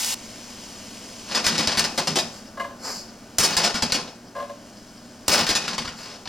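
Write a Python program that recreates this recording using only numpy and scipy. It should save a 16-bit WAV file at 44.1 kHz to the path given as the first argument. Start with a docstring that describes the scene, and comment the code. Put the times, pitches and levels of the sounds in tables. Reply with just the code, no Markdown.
"""Shaking a skillet of vegetables

A skillet of diced vegetables is shaken on an electric coil burner and tossed twice, in a small kitchen.
The pan knocks and scrapes on the loose coil: bursts of impacts ring metal and the sheet-steel stove top.
Tossed food patters into the lifted pan as soft pushes on its ringing modes; wet slides and steam are shaped noise.
Oil sizzles throughout as countless tiny clicks, at first also from close by, over a mains hum and a fan's low rush.
"""
import sys
import numpy as np
from scipy import signal
from scipy.fft import rfft, irfft, next_fast_len
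from scipy.io import wavfile

SR = 44100
rng = np.random.default_rng(int(sys.argv[2]) if len(sys.argv) > 2 else 0)


def to_wav(s):
    """Save 16-bit WAV."""
    ch = np.atleast_2d(s).T  # columns
    pcm = np.round(np.clip(ch, -1, 1) * 32767)  # PCM
    wavfile.write(sys.argv[1], SR, pcm.astype(np.int16))


N = 276948
TIME = np.arange(N) / SR
RING_TIME = TIME[:SR // 3]  # time within one short sound

# The pan strikes the coil; levels are before the trims in knocks(). clank_db is the low part against the clash.
# Columns: start_s, clash_db, clank_db, stove_thud_db, chatter_s
KNOCKS = [(1.348, -18, -8, -49, 0.0094), (1.442, -18.5, -4.5, -52, 0.012),
          (1.465, -14.5, -8.5, -37, 0.0072), (1.479, -18.5, -5, -45, 0.0086),
          (1.580, -17.5, -7, -42, 0.0085), (1.595, -20, -3, -49, 0.0084), (1.673, -18, -7, -36, 0.0052),
          (1.7721, -16.5, -7, -37, 0.01), (1.793, -15, -5.5, -45, 0.0063), (1.841, -19, -7, -50, 0.0077),
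          (1.977, -17, -.5, -42, 0.0091), (2.072, -18, -2.5, -58, 0.0079), (2.157, -16.5, -2, -56, 0.0097),
          (2.186, -17, -4, -59, 0.0075), (3.3841, -17, -3.5, -35.5, 0.0068), (3.402, -19, -10, -43, 0.01),
          (3.427, -17.5, -4, -44, 0.015), (3.5668, -14.5, -5.5, -37.5, 0.0081),
          (3.637, -17, -8, -52, 0.011), (3.7422, -21.5, -6, -40, 0.0099), (3.823, -16, -4.5, -34.5, 0.0075),
          (3.898, -28.5, -1.5, -49, 0.0074), (3.921, -16, -9.5, -38, 0.0065),
          (3.943, -18.5, -6, -50, 0.0086), (4.075, -36, 0, -55, 0.0085),
          (5.2805, -18.5, -0.5, -36.5, 0.0049), (5.31, -20, -3, -46, 0.021), (5.332, -24, -10, -54, .0093),
          (5.411, -31, -0.5, -41, .01), (5.466, -20.5, -15, -46, 0.0079), (5.49, -17, -5, -42, 0.0071),
          (5.504, -19, -13, -38, 0.0067), (5.552, -16.5, -11, -46, 0.0088), (5.6791, -23, -24, -50, 0.0058),
          (5.7806, -21, -1.5, -43, 0.0072), (5.848, -35.5, 4, -44, 0.0087),
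          (5.876, -28.5, -20, -44, 0.0084), (6.2555, -34, -0.5, -57, 0.0062),
          (6.2744, -31, -28, -46, 0.0054)]
# Colour of pan, coil and drip bowl together. Columns: pitch_hz, level_db
METAL_COLOUR = [(200, -19.5), (300, 2.5), (430, -5), (600, -1), (1080, 4.5), (1450, 3), (2000, 0.5),
                (3400, -0.5), (4400, 0.5), (5100, 3.5), (5900, -1), (8100, -8.5), (11000, -19),
                (16000, -33.5)]
# Their clearest ringing tones; ring_s is the time to fade by 60 dB. Columns: pitch_hz, level_db, ring_s
COIL_MODES = [(408.6, -8.5, 0.28), (493, -3, 0.12), (556, 3, 0.093), (702, 3.5, 0.067), (856, -1.5, 0.24),
              (1036, 5.5, 0.083), (1980, 6, 0.04), (2525, -4, 0.41), (3180, -15, 0.24), (4170, -5, 0.033),
              (4504, 10, 0.05), (4895, 8.5, 0.022), (5200, 6, 0.079), (5330, -10, 0.15), (6160, -30, 0.11)]
# Ringing tones of the sheet-steel stove top. Columns: pitch_hz, level_db, ring_s
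STOVE_MODES = [(137, -20.5, 0.21), (161.7, -3, 0.26), (178, -3, 0.093), (218.5, 2.5, 0.091),
               (245.8, -10, 0.16)]
STOVE_LOW_HZ = 152  # low cutoff of the stove top's boom; the dull thud is made separately
# A harder blow is brighter: extra edge for each dB above a firm blow
FIRM_BLOW_DB, EDGE_PER_DB = -18, 0.8
# The pan is set back on the burner, edge first; blows are brighter while it settles. Column: start_s
SET_DOWNS_S = [3.37, 5.27]
SETTLE_S, SET_DOWN_BRIGHT_DB = 0.12, 12.5

# Strokes of the pan across the coil; levels are before the trims in shaking().
# Columns: start_s, length_s, scrape_db, stove_boom_db
STROKES = [(1.335, 0.043, -23.5, -31), (1.46, 0.2, -25.5, -27.5), (1.685, 0.031, -24, -33),
           (1.78, 0.057, -24, -27.5), (1.985, 0.0083, -27, -30.5), (2.085, 0.09, -32, -25),
           (3.395, 0.15, -25.5, -34), (3.58, 0.086, -22.5, -30.5), (3.75, 0.021, -27.5, -30),
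           (3.835, 0.016, -29, -27), (3.93, 0.041, -28.5, -31.5), (5.295, 0.12, -20.5, -26),
           (5.49, 0.065, -24, -41), (5.62, 0.13, -31, -33.5), (5.79, 0.081, -32.5, -34),
           (5.99, 0.15, -40, -49)]
STROKE_RISE_DB_PER_S = 1100
FIRST_RISE_DB_PER_S = 308  # the first stroke starts from rest and swells slowly
SCRAPE_FALL_DB_PER_S, GRIND_FALL_DB_PER_S, BOOM_FALL_DB_PER_S = 210, 112, 145
GRIND_DB = -6.5  # low grinding, relative to the scrape level in the table

# Clumps of food land in the lifted pan; a lower corner means a softer contact. Columns: start_s, level_db, corner_hz
LANDINGS = [(2.572, -33.5, 1400), (2.597, -25, 3200), (2.609, -31.5, 800), (2.643, -31, 1700),
            (2.706, -43.5, 900), (4.351, -34, 1100), (4.364, -32.5, 800), (4.382, -33, 1100),
            (4.399, -30.5, 1200), (4.423, -33, 750), (4.440, -37.5, 1000), (4.494, -33.5, 640)]
# Ringing tones of the lifted pan, damped by the food. 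Columns: pitch_hz, level_db, ring_s
PAN_MODES = [(569.3, 1.5, 0.13), (676, -3, 0.098), (1058, 6.5, 0.065), (1165, -3.5, 0.058),
             (1657, 2.5, 0.037), (2065, -2.5, 0.09), (2900, -6, .04)]
# Colour of wet food meeting the pan. Columns: pitch_hz, level_db
SPLAT_COLOUR = [(250, -33), (700, -44), (2500, 15.5), (7000, 8), (16000, -12)]

# Slides: wet food over bare hot metal, and a last light slide near 6 s. Columns: start_s, length_s, hiss_db,
# rub_db
SLIDES = [(2.338, 0.04, -45.5, -53), (2.852, 0.064, -33.5, -36.5), (2.947, 0.059, -40, -66),
          (5.98, 0.068, -44.5, -51)]
SLIDE_RISE_DB_PER_S, SLIDE_FALL_DB_PER_S = 380, 250
# Colour of the sliding food's steam. Columns: pitch_hz, level_db
HISS_COLOUR = [(2500, -15.5), (3730, -18), (4470, 1), (5140, 2), (6130, -6.5), (7200, -2), (8880, -16.5),
               (11100, -17), (16000, -28)]
# Colour of its soft rubbing. Columns: pitch_hz, level_db
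RUB_COLOUR = [(180, -28), (300, -16), (480, -2.5), (850, -3.5), (1200, -4), (2200, -12.5), (4500, -38)]
# Small puffs of steam as pieces shift onto hot metal. Columns: middle_s, level_db
PUFFS = [(2.48, -49), (3.09, -48), (4.28, -54), (4.78, -52), (4.89, -53), (4.98, -54.5), (5.265, -53)]

# Colour of the oil's sizzle. Columns: pitch_hz, level_db
SIZZLE_COLOUR = [(400, -17), (700, -5), (1060, 5), (1400, -8), (2000, 1.5), (3100, 4.5), (3700, 0.5),
                 (5100, 7.5), (7300, 3), (11000, -8.5), (16000, -22)]
# The food is tossed; the sizzle dips while it is in the air. Column: middle_s
TOSSES_S = [2.62, 4.32]
AIRBORNE_S, AIRBORNE_DIP_DB = 0.22, -3
# The sizzle calms over the last stretch before the middle of the first toss
HOT_SIZZLE_DB, TURNED_SIZZLE_DB, COOLING_S = -43, -52, 0.51
# Colour of frying heard from close by. Columns: pitch_hz, level_db
CLOSE_COLOUR = [(400, -33), (700, -18), (906, -9.5), (1100, -17), (1400, -15), (2900, -8.5), (3900, -9.5),
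                (4900, -5), (7000, -5.5), (10500, -13), (16000, -22.5)]
CLOSE_END_S, CLOSE_DB = 0.145, -26
SPIT_S, SPIT_PEAK_DB = 0.0472, -4  # one spit of fat

# Colour of a fan's low rush. Columns: pitch_hz, level_db
FAN_COLOUR = [(20, -10), (45, -8.5), (78, -11), (140, -11.5), (185, -2), (233, 1), (280, -6), (330, -9),
              (450, -12), (600, -8), (1000, -16), (1600, -17), (3300, -39.5)]
# Steady tones of the mains hum. Columns: pitch_hz, level_db
HUM = [(120, -59.5), (240, -56), (300, -61.5), (360, -64.5), (598, -70.5)]
# The microphone pair: left-right difference in the room tail, left over right level, left's lead in phase.
# Columns: pitch_hz, side_db, left_minus_right_db, left_lead_radians
PORTS = [(50, -12, -0.5, 0.42), (150, -42.5, -1, 0.2), (400, -13, 0.5, 0.31), (1320, -7.5, 1.5, 0.46),
         (4230, -7.5, 2.5, 0.41), (5650, 1.5, 2.5, -0.59), (8500, -8, -3.5, -1.62), (9900, 7, -1, 0.96),
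         (11900, -3, 1, 0)]
TOP_HZ = 16000  # the recorder passes nothing much above this


def knocks(clash_trim_db=-4, clank_trim_db=-4, edge_db=-14, bounce_db=-13, boom_db=-22, thud_trim_db=1,
           thud_ring_s=0.052):
    """Each blow makes the loose coil chatter and the stove thud; a glancing blow is mostly chatter."""
    out = np.zeros(N)
    for s, db, clank_db, thud_db, chatter_s in KNOCKS:
        glancing = (chatter_s / 0.008) ** 2
        edge = edge_db + EDGE_PER_DB * (db - FIRM_BLOW_DB) + SET_DOWN_BRIGHT_DB * on_edge(s)
        bounces = clicks(rate=2200, spread_db=2, size=len(RING_TIME))
        bounces = bounces * np.exp(-(RING_TIME / chatter_s / 2.2) ** 2)
        contacts = undb(bounce_db) * glancing * bounces * (1 - np.exp(-RING_TIME / (0.2 * chatter_s)))
        contacts[0] = 1  # the blow itself
        blow = signal.fftconvolve(contacts, metal_response())[:len(RING_TIME)]
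        # the low clank, the middle clash and the bright edge have their own levels
        add(out, s, attack_level(band(blow, 232, 1580), db + clank_db + clank_trim_db))
        add(out, s, attack_level(band(blow, 1138, 5900), db + clash_trim_db))
        add(out, s, attack_level(band(blow, 7960, 21800), db + edge))
        # the stove top booms along, and the heavy frame below it gives a dull thud
        boom = band(ring(STOVE_MODES, scatter_db=0.5), STOVE_LOW_HZ, SR / 2)
        add(out, s, attack_level(boom, db + boom_db))
        rumble = band(rng.standard_normal(len(blow)), 12, 90, order=2)
        frame = rumble * undb(-60 * RING_TIME / thud_ring_s)
        add(out, s, attack_level(frame, thud_db + thud_trim_db))
    return out


def shaking(scrape_trim_db=-1.5, boom_trim_db=-4, ticks_db=-4, edge_db=-10):
    """In each stroke the pan base rattles the coil and drums unevenly on the stove top."""
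    metal = unit(rasp()) + undb(ticks_db) * unit(rasp(rate=25, spread_db=1.5, count=3))
    scrape = unit(band(metal, 1590, 10500, order=2))
    grind = unit(band(metal, 300, 1047))
    scrape = scrape + undb(edge_db) * on_edge(TIME) * unit(band(metal, 15000, 20000))
    drum_hits = clicks(rate=400, spread_db=1)
    drumming = signal.oaconvolve(drum_hits, ring(STOVE_MODES, scatter_db=0))[:N]
    boom = unit(band(drumming, STOVE_LOW_HZ, SR / 2))
    scraping = grinding = booming = 0
    # where strokes overlap, the stronger one counts
    for k, (s, length, db, boom_db) in enumerate(STROKES):
        rise = STROKE_RISE_DB_PER_S if k else FIRST_RISE_DB_PER_S
        scrape_gain = undb(db + scrape_trim_db) * swell(s, length, rise, SCRAPE_FALL_DB_PER_S)
        grind_gain = undb(db + GRIND_DB) * swell(s, length, rise, GRIND_FALL_DB_PER_S)
        boom_gain = undb(boom_db + boom_trim_db) * swell(s, length, rise, BOOM_FALL_DB_PER_S)
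        scraping = np.maximum(scraping, scrape_gain)
        grinding = np.maximum(grinding, grind_gain)
        booming = np.maximum(booming, boom_gain)
    return (scrape * scraping + grind * grinding + boom * booming) * contact()


def rasp(rate=350, spread_db=4.5, count=10):
    """Stick-slip at several points of contact, each ringing the metal in its own way."""
    return sum(signal.oaconvolve(clicks(rate, spread_db), metal_response())[:N] for _ in range(count))


def contact(lift_s=0.0098):
    """The pan rides up just before each sharp blow, which eases the scraping."""
    pressure = np.ones(N)
    for s, *_, chatter_s in KNOCKS:
        if chatter_s < 0.01:  # little chatter means a sharp blow
            pressure *= 1 - 0.5 * np.exp(-((TIME - s + lift_s / 2) / lift_s) ** 2)
    return pressure


def on_edge(t):
    """How far the pan still rides on its edge after being set down, from 0 to about 1."""
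    return sum((t > down) * np.exp(-np.abs(t - down) / SETTLE_S) for down in SET_DOWNS_S)


def metal_response(crack_ring_s=0.037, tail_ring_s=0.22, tail_db=-16, modes_db=-9):
    """One contact of pan and coil: a crack, a wash of crowded tones and a few clear ones."""
    fade = undb(-60 * RING_TIME / crack_ring_s) + undb(tail_db - 60 * RING_TIME / tail_ring_s)
    crowded = colour(rng.standard_normal(len(fade)) * fade, METAL_COLOUR)
    return unit(crowded) + undb(modes_db) * unit(ring(COIL_MODES, scatter_db=3))


def landings(patter_s=0.021, scatter=0.3, splat_db=-19, splat_ring_s=0.26):
    """Soft clumps push on the lifted pan and ring its low modes, each with a small wet splat."""
    out = np.zeros(N)
    for s, db, soft_hz in LANDINGS:
        arrival = np.exp(-(RING_TIME / patter_s) ** 2)
        tone = 0
        for hz, mode_db, ring_s in PAN_MODES:
            # the ring builds up while the clump settles; a softer contact reaches fewer high modes
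            build_up = np.cumsum(arrival) * undb(-60 * RING_TIME / ring_s)
            jitter = arrival * rng.standard_normal(len(arrival))
            wander = scatter * np.cumsum(jitter) / np.sqrt(patter_s * SR)  # in cycles
            mode = build_up * np.sin(2 * np.pi * (hz * RING_TIME + wander + rng.random()))
            tone = tone + attack_level(mode, mode_db) / np.sqrt(1 + (hz / soft_hz) ** 4)
        add(out, s, attack_level(tone, db))
        splat = colour(rng.standard_normal(len(arrival)), SPLAT_COLOUR) * undb(-60 * RING_TIME / splat_ring_s)
        add(out, s, attack_level(splat, db + splat_db))
    return out


def sliding():
    """Each slide rubs softly and flares into a hiss like steam."""
    steam = sizzle(HISS_COLOUR, rate=12000, spread_db=1)
    rub = sizzle(RUB_COLOUR, rate=3700, spread_db=3.5)
    out = np.zeros(N)
    for s, length, hiss_db, rub_db in SLIDES:
        slide = undb(hiss_db) * steam + undb(rub_db) * rub
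        out += slide * swell(s, length, SLIDE_RISE_DB_PER_S, SLIDE_FALL_DB_PER_S)
    return out


def puffs(length_s=0.011, lo_hz=4600, hi_hz=5600):
    """Each puff of steam swells and dies as a narrow hiss."""
    steam = unit(band(rng.standard_normal(N), lo_hz, hi_hz, order=2))
    return steam * sum(undb(db) * np.exp(-((TIME - s) / length_s) ** 2 / 2) for s, db in PUFFS)


def frying(pops_db=-11):
    """Steady sizzle with sparser pops; it calms as the cool side of the food is turned down."""
    bubbles = sizzle(SIZZLE_COLOUR, rate=7000, spread_db=-1)
    bubbles = bubbles + undb(pops_db) * sizzle(SIZZLE_COLOUR, rate=51, spread_db=-0.5)
    turning_s = [TOSSES_S[0] - COOLING_S, TOSSES_S[0]]
    heat_db = np.interp(TIME, turning_s, [HOT_SIZZLE_DB, TURNED_SIZZLE_DB])
    airborne = sum(np.exp(-((TIME - s) / AIRBORNE_S) ** 2) for s in TOSSES_S)
    return bubbles * undb(heat_db + AIRBORNE_DIP_DB * airborne)


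def close_frying():
    """The same pan from close by: a louder sizzle of bubbles, with a spit of fat as one filtered click."""
    out = sizzle(CLOSE_COLOUR, rate=14000, spread_db=2.5) * undb(CLOSE_DB)
    spit = colour(signal.unit_impulse(len(RING_TIME)), CLOSE_COLOUR)
    add(out, SPIT_S, undb(SPIT_PEAK_DB) * spit / np.abs(spit).max())
    return out


def sizzle(points, rate, spread_db):
    """Steam bubbles burst in the oil as random clicks, coloured and scaled to rms 1."""
    return unit(colour(clicks(rate, spread_db), points))


def fan(early_db=-44.5, late_db=-47):
    """The low rush of a fan is coloured noise, a little stronger at first."""
    rush = unit(colour(rng.standard_normal(N), FAN_COLOUR))
    return rush * undb(np.interp(TIME, [2.4, 4.3], [early_db, late_db]))


def hum():
    """Mains hum is a few steady sine tones, with levels given as rms."""
    return sum(undb(db) * np.sqrt(2) * np.sin(2 * np.pi * (hz * TIME + rng.random())) for hz, db in HUM)


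def kitchen(x, room_db=-9, ring_s=0.41, treble_hz=7000):
    """Direct sound plus a short, duller room tail, picked up by two close microphone ports."""
    fade = undb(-60 * RING_TIME / ring_s) * (1 - np.exp(-RING_TIME / 0.00079))
    duller = signal.butter(1, treble_hz, fs=SR, output="sos")
    tails = signal.sosfilt(duller, rng.standard_normal((2, len(fade)))) * fade
    size = next_fast_len(N + len(fade))
    tails = rfft(tails, size)
    grid = np.maximum(np.arange(tails.shape[1]) * SR / size, 1)
    tails *= undb(room_db) / np.sqrt(np.mean(np.abs(tails[:, grid < 5000]) ** 2))
    hz, *columns = np.transpose(PORTS)
    side_db, balance_db, lead = (np.interp(np.log(grid), np.log(hz), c) for c in columns)
    sign = np.array([[1], [-1]])  # left, right
    ports = undb(sign * balance_db / 2) * np.exp(1j * sign * lead / 2)
    room = 1 + tails[0] + sign * undb(side_db) * tails[1]
    return irfft(rfft(x, size) * room * ports, size)[:, :N]


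def undb(db):
    """Decibels to gain."""
    return 10 ** (np.asarray(db) / 20)


def unit(x):
    """Scale to rms 1."""
    return x / np.sqrt(np.mean(x ** 2))


def band(x, lo_hz, hi_hz, order=3):
    """Keep only the sound between two pitches."""
    sos = signal.butter(order, [lo_hz, min(hi_hz, SR / 2 - 1)], "band", fs=SR, output="sos")
    return signal.sosfilt(sos, x)


def colour(x, points, size=4096):
    """Filter through (pitch_hz, level_db) points without pre-echo (minimum phase, from the cepstrum)."""
    hz, db = np.transpose(points)
    grid = np.maximum(np.fft.rfftfreq(size, 1 / SR), 1)
    cepstrum = irfft(np.log(undb(np.interp(np.log(grid), np.log(hz), db))))
    cepstrum[1:size // 2] *= 2
    cepstrum[size // 2 + 1:] = 0
    return signal.fftconvolve(x, irfft(np.exp(rfft(cepstrum))))[:len(x)]


def clicks(rate, spread_db, size=N):
    """Random tiny impacts, rate a second; a positive spread makes many small and a few large."""
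    strength = undb(spread_db * np.minimum(rng.exponential(size=size), 4))
    return (rng.random(size) < rate / SR) * strength * rng.choice([-1, 1], size)


def ring(modes, scatter_db):
    """Fading tones after one blow; each contact point weights them differently."""
    hz, db, ring_s = np.transpose(modes)[:, :, None]
    weight = undb(db + scatter_db * rng.standard_normal(db.shape)) * rng.choice([-1, 1], db.shape)
    fade = np.exp(-np.log(1000) * RING_TIME / ring_s)
    return np.sum(weight * np.sin(2 * np.pi * hz * RING_TIME) * fade, axis=0)


def attack_level(x, db):
    """Scale a blow so that its first 20 ms have the given rms."""
    return x * undb(db) / np.sqrt(np.mean(x[:SR // 50] ** 2))


def swell(start_s, length_s, rise, fall):
    """Gain that rises, holds at 1 and falls; slopes in dB a second."""
    early = np.maximum(start_s - TIME, 0)
    late = np.maximum(TIME - start_s - length_s, 0)
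    return undb(np.maximum(-rise * early - fall * late, -200))


def add(track, s, x):
    """Mix x into the track at time s."""
    start = int(s * SR)
    track[start:start + len(x)] += x[:N - start]


def scene():
    """All sounds together; the close frying ends abruptly, and the hum bypasses the room."""
    close = kitchen(close_frying(), room_db=-11) * (TIME < CLOSE_END_S)
    pan = knocks() + shaking() + landings()
    food = sliding() + puffs() + frying()
    return close + kitchen(pan + food + fan()) + hum()


def record(dry):
    """The recorder cuts the top with a steep low-pass filter."""
    return signal.sosfilt(signal.ellip(10, 0.2, 70, TOP_HZ, fs=SR, output="sos"), dry)


dry = scene()
out = record(dry)
to_wav(out)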